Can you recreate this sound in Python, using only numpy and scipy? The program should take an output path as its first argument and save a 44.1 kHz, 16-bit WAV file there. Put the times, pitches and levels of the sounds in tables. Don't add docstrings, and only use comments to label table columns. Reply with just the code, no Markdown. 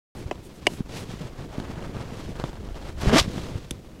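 import sys
import numpy as np
from scipy import signal
from scipy.fft import rfft, irfft
from scipy.io import wavfile
from scipy.ndimage import uniform_filter1d

SR = 44100
rng = np.random.default_rng(int(sys.argv[2]) if len(sys.argv) > 2 else 0)


def unload_audio(sound):
    columns = np.transpose(np.atleast_2d(sound))
    steps = np.round(np.clip(columns, -1, 1) * 32767)
    wavfile.write(sys.argv[1], SR, steps.astype(np.int16))


N = 176400
T = np.arange(N) / SR

# (f/Hz, gain/dB)
FRACTURE_SPECTRUM = [(150, 18), (600, 6), (1300, -1), (2200, -14.5), (3500, -7.5), (6000, -23),
                     (9000, -26.5), (15000, -43)]


def undb(db):
    return 10 ** (np.asarray(db) / 20)


def unit(x):
    return x / np.sqrt(np.mean(x ** 2))


def curve(rows, column):
    rows = np.array(rows)
    return np.interp(T, rows[:, 0], rows[:, column])


def colour(x, spectrum):
    points = np.array(spectrum)
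    hz = np.maximum(np.arange(N // 2 + 1) * SR / N, 1)
    gain_db = np.interp(np.log(hz), np.log(points[:, 0]), points[:, 1])
    cepstrum = irfft(np.log(undb(gain_db)), N)
    cepstrum[1:N // 2] *= 2
    cepstrum[N // 2 + 1:] = 0
    return irfft(rfft(x, N) * np.exp(rfft(cepstrum)), N)


def band(x, lo_hz, hi_hz=SR / 2 - 1000):
    return unit(signal.sosfilt(signal.butter(3, [lo_hz, hi_hz], "band", fs=SR, output="sos"), x))


def wander(rate):
    hold = max(int(SR / rate), 2)
    steps = rng.standard_normal(N)[np.arange(N) // hold]
    return unit(uniform_filter1d(steps, hold))


def grains(per_s, spread_db):
    contacts = rng.random(N) < per_s / SR
    return unit(contacts * rng.standard_normal(N) * undb(spread_db * rng.standard_normal(N)))


def decay(t60):
    return np.exp(-np.log(1000) * T[:SR // 4] / t60)


def ring(modes):
    return sum(undb(db) * decay(t60) * np.sin(2 * np.pi * hz * T[:SR // 4]) for hz, db, t60 in modes)


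def burst(t60):
    return decay(t60) * rng.standard_normal(SR // 4)


def add(out, s, x):
    i = int(s * SR)
    out[i:i + len(x)] += x[:N - i]


def wind():
    # (t/s, level/dB)
    gusts = [(0.15, -43), (0.3, -47), (0.6, -49), (0.78, -42), (0.95, -46), (1.5, -44), (1.85, -41),
             (2.3, -40), (2.6, -36), (2.95, -36.5), (3.08, -30), (3.22, -34), (3.45, -42), (3.6, -42),
             (3.8, -48), (3.99, -50)]
    # (f/Hz, gain/dB)
    rumble_spectrum = [(15, 0.5), (28, 2), (55, 2), (90, -5.5), (160, -23), (500, -55), (4000, -110)]
    air_spectrum = [(200, 13), (1000, -5), (3000, -6.5), (7000, 0), (11000, -0.5), (15500, -3)]
    rumble = unit(colour(rng.standard_normal(N), rumble_spectrum)) * undb(curve(gusts, 1))
    hiss = unit(colour(rng.standard_normal(N), air_spectrum)) * undb(-65.5)
    return rumble + hiss


def handling_bumps():
    # (t/s, level/dB, f/Hz)
    thumps = [(0.258, -18.5, 87), (0.8052, -9.5, 184), (0.963, -22.5, 186), (1.092, -21, 173),
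              (1.138, -22, 188), (1.251, -21.5, 118), (1.582, -11.5, 200), (1.699, -19.5, 210),
              (1.775, -22.5, 124), (2.123, -20.5, 163), (2.292, -19, 200), (2.396, -20, 148),
              (2.444, -20.5, 94), (3.018, -20.5, 70), (3.0582, -8, 360), (3.068, -6, 64), (3.076, -6, 90),
              (3.212, -12.5, 99), (3.2782, -11, 168), (3.36, -16, 210), (3.375, -14.5, 154),
              (3.555, -13, 111), (3.712, -17, 266), (3.715, -22, 74.4)]
    out = np.zeros(N)
    for s, db, hz in thumps:
        cycles = T[:SR // 10] * hz
        attack = 1 - np.exp(-cycles / 0.24)
        release = np.exp(-2 * (cycles / 1.086) ** 2)
        add(out, s, undb(db) * np.sin(2 * np.pi * cycles) * attack * release)
    return out


def clothing_rustle():
    # (t/s, low/dB, middle/dB, treble/dB)
    levels = [(0.15, -39.5, -44.5, -51), (0.22, -35.5, -48, -51.0), (0.3, -39, -46.5, -54),
              (0.4, -43.5, -52, -56), (0.6, -43, -52.5, -55.5), (0.74, -35, -46.0, -46.5),
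              (0.84, -44.5, -53, -58), (0.97, -35.5, -40.5, -39.5), (1.06, -38.5, -47, -50),
              (1.11, -35.5, -42, -44.5), (1.18, -43.5, -47.5, -50.0), (1.22, -33, -43.5, -47.5),
              (1.35, -44, -49, -56.5), (1.41, -33, -41.5, -49), (1.47, -34, -49, -54.0),
              (1.54, -43, -41.5, -50.5), (1.62, -31, -41.5, -49), (1.67, -38, -43.0, -52.0),
              (1.71, -36.0, -42.0, -48.5), (1.76, -35.5, -41, -52.0), (1.84, -33.5, -41.5, -50.5),
              (1.93, -34.5, -45, -52.5), (1.98, -34.5, -39, -48.5), (2.09, -36.5, -42, -49.5),
              (2.19, -36.5, -43.5, -47.0), (2.34, -36, -46.5, -52.0), (2.39, -38, -37, -49.5),
              (2.48, -36.5, -43.5, -46.5), (2.53, -46, -48, -56), (2.62, -38, -49, -54),
              (2.68, -39.5, -46, -55.5), (2.73, -47, -50, -55), (2.77, -36.5, -38.5, -46.5),
              (2.81, -37.5, -48.5, -54.5), (2.88, -38.0, -39, -45.5), (2.95, -40.5, -50, -57.5),
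              (3.02, -37, -40, -41), (3.27, -32.5, -46, -46.0), (3.38, -33.5, -41, -43.0),
              (3.54, -34, -43.5, -47.5), (3.66, -42, -51.0, -53), (3.78, -42, -54.5, -56.5),
              (3.99, -43.5, -52.5, -58.0)]
    # (f/Hz, gain/dB)
    spectrum = [(70, 0), (125, 1), (200, -3.5), (340, -5.5), (770, -13.5), (1200, -17), (2600, -26.5),
                (4600, -32), (7500, -38), (10000, -44.5), (12500, -49), (15500, -57)]
    low = band(colour(grains(per_s=2500, spread_db=3.0), spectrum), 71, 510)
    middle = band(colour(grains(per_s=5000, spread_db=1.5), spectrum), 418, 2560)
    treble = band(colour(grains(per_s=16000, spread_db=-0.5), spectrum), lo_hz=2580)
    fabric = sum(x * undb(curve(levels, k) - 2.5) for k, x in enumerate((low, middle, treble), 1))
    flutter_db = 1.6 * wander(rate=90)
    return undb(flutter_db) * fabric


def fabric_swishes():
    # (t/s, half-width/s, level/dB)
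    slides = [(0.185, .05, -57.5), (0.455, 0.022, -54.5), (0.56, 0.027, -60), (0.735, 0.05, -52),
              (0.987, 0.04, -50.5), (3.016, 0.0082, -46)]
    # (f/Hz, gain/dB)
    spectrum = [(1000, -39), (4000, -4), (7500, 3), (11000, 0.5), (15500, -11)]
    swell = sum(undb(db) * np.exp(-((T - s) / width) ** 2) for s, width, db in slides)
    return swell * unit(colour(grains(per_s=13000, spread_db=0.5), spectrum))


def arm_rub():
    # (t/s, slip rate f/Hz, level/dB)
    stick_slip = [(3.0, 146, -48), (3.06, 183, -26), (3.122, 210, -23.5), (3.134, 228, -10.5),
                  (3.155, 240, -15.5), (3.17, 300, -15.5), (3.185, 360, -28), (3.205, 410, -43),
                  (3.23, 420, -66)]
    # (t/s, middle/dB, treble/dB)
    grit_levels = [(2.98, -67, -66), (3.018, -34, -37.5), (3.04, -41, -42.5), (3.1, -29, -34),
                   (3.11, -33.5, -48), (3.134, -28.5, -30), (3.146, -23.5, -28), (3.182, -15.5, -18.5),
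                   (3.2, -26.5, -17), (3.216, -39, -35.5), (3.232, -47, -35), (3.242, -39, -45),
                   (3.26, -51, -47)]
    # (f/Hz, gain/dB)
    judder_spectrum = [(60, -8), (150, 6), (240, 0.5), (400, -3), (650, -10.5), (1000, -36), (3000, -20),
                       (10000, -68)]
    grit_spectrum = [(180, -45), (300, -12), (337, 3), (641, -6.5), (821, -11), (1160, -10.5), (1460, -15),
                     (1640, -13.5), (1940, -16), (5390, -21), (15500, -44.5)]
    slip_hz = curve(stick_slip, 1) * np.exp(.09 * wander(rate=250))
    cycles = np.cumsum(slip_hz) / SR
    slips = np.diff(np.floor(cycles), prepend=0) * undb(0.91 * wander(rate=350))
    force = .5 * rng.standard_normal(N) - unit(slips - slips.mean())
    judder = unit(colour(force, judder_spectrum)) * undb(curve(stick_slip, 2))
    surge = unit(.8 + np.exp(-(cycles % 1) / .35))
    middle = band(colour(surge * grains(per_s=3500, spread_db=2.5), grit_spectrum), 620, 2150)
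    middle *= undb(curve(grit_levels, 1) + 1.3)
    treble = band(colour(surge * grains(per_s=7000, spread_db=0.0), grit_spectrum), 2260, 13800)
    treble *= undb(curve(grit_levels, 2) - 0.95)
    start_s, end_s = grit_levels[0][0], grit_levels[-1][0]
    touching = uniform_filter1d(1. * (T > start_s) * (T < end_s), SR // 50)
    return touching * (judder + middle + treble)


def crumbs(start_s=1.5, end_s=3, per_s=24):
    breaks = (rng.random(N) < per_s / SR) * (T > start_s) * (T < end_s)
    impulses = breaks * undb(-36.5 + 9.2 * rng.random(N))
    ticks = signal.fftconvolve(impulses, burst(t60=.008))[:N]
    return colour(ticks, FRACTURE_SPECTRUM)


def shell_cracks():
    # (t/s, relative level/dB)
    fractures = [(0.356, -33), (0.805, -31), (1.391, -42), (1.584, -44), (1.6007, -20.5), (1.967, -27),
                 (2.3991, -19.5), (2.4398, -16), (2.531, -29), (2.756, -35), (3.0005, -38), (3.013, -28),
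                 (3.019, -27), (3.035, -20), (3.242, -34), (3.381, -20.5)]
    out = np.zeros(N)
    for s, db in fractures:
        snap = burst(t60=0.018)
        snap[0] += 6
        add(out, s, undb(db) * snap)
    return colour(out, FRACTURE_SPECTRUM)


def tip_click(s=3.7098, db=-20, top_hz=11300):
    # (f/Hz, relative level/dB, T60/s)
    tip_modes = [(3460, -6, 0.012), (3650, -8, 0.013), (6020, -2.5, 0.0065), (7350, -12, .007),
                 (8500, -11, .009), (9400, -3, .005), (10100, -5, 0.006)]
    out = np.zeros(N)
    add(out, s - .0018, undb(db - 8.5) * burst(t60=0.027))
    add(out, s, undb(db) * ring(tip_modes))
    return signal.sosfilt(signal.butter(4, top_hz, fs=SR, output="sos"), out)


def pick_blows(bite_s=.00055, rock_lag_s=0.00177, low_cut_hz=280):
    # (t/s, level/dB, relative rock level/dB, crunch gain/dB, contact time/ms, frequency ratio)
    impacts = [(0.3111, -14.5, 9, -4.5, 0.11, 0.892), (0.668, 1, 0, -10.5, 0.034, 0.98)]
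    # (f/Hz, level/dB, T60/s)
    shell_modes = [(2020, -13, .018), (2290, -1, .013), (2560, -4, .010), (2870, -1, .015),
                   (4250, -19, .012), (5020, -14, .012), (5400, -15, .014), (6280, -20, .013),
                   (7400, -24, .012), (8230, -14, .012), (10000, -20, .007)]
    # (f/Hz, relative level/dB, T60/s)
    rock_modes = [(390, -6, 0.017), (582, -9.5, 0.023), (705, -21.5, 0.046), (966, -26, 0.057)]
    # (f/Hz, gain/dB)
    crunch_spectrum = [(300, -10), (900, 6), (1400, -31), (2100, -27), (2900, 13), (3400, -7), (5000, -1),
                       (6500, -3.5), (8500, -8), (11000, -8), (15500, -24)]
    out = np.zeros(N)
    rock = ring(rock_modes)
    bite = 1 - np.exp(-(T[:len(rock)] / bite_s) ** 2)
    for s, db, rock_db, crunch_db, contact_ms, ratio in impacts:
        shell = ring([(hz * ratio, level, t60) for hz, level, t60 in shell_modes])
        crunch = colour(burst(t60=.026), crunch_spectrum)[:len(shell)]
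        strike = bite * (shell + undb(crunch_db) * crunch)
        pole = np.exp(-1000 / (contact_ms * SR))
        add(out, s, undb(db) * signal.lfilter([1 - pole], [1, -pole], strike))
        add(out, s + rock_lag_s, undb(db + rock_db) * bite * rock)
    return signal.sosfilt(signal.butter(4, low_cut_hz, "high", fs=SR, output="sos"), out)


def scene():
    pick = pick_blows() + tip_click() + shell_cracks() + crumbs()
    return (pick + handling_bumps() + clothing_rustle() + fabric_swishes() + arm_rub() + wind())[None]


def record(dry):
    peak, start_s, top_hz = .95, .15, 15800
    clipped = np.clip(dry, -peak, peak) * (T > start_s)
    return signal.sosfilt(signal.ellip(10, .2, 80, top_hz, fs=SR, output="sos"), clipped)


dry = scene()
out = record(dry)
unload_audio(out)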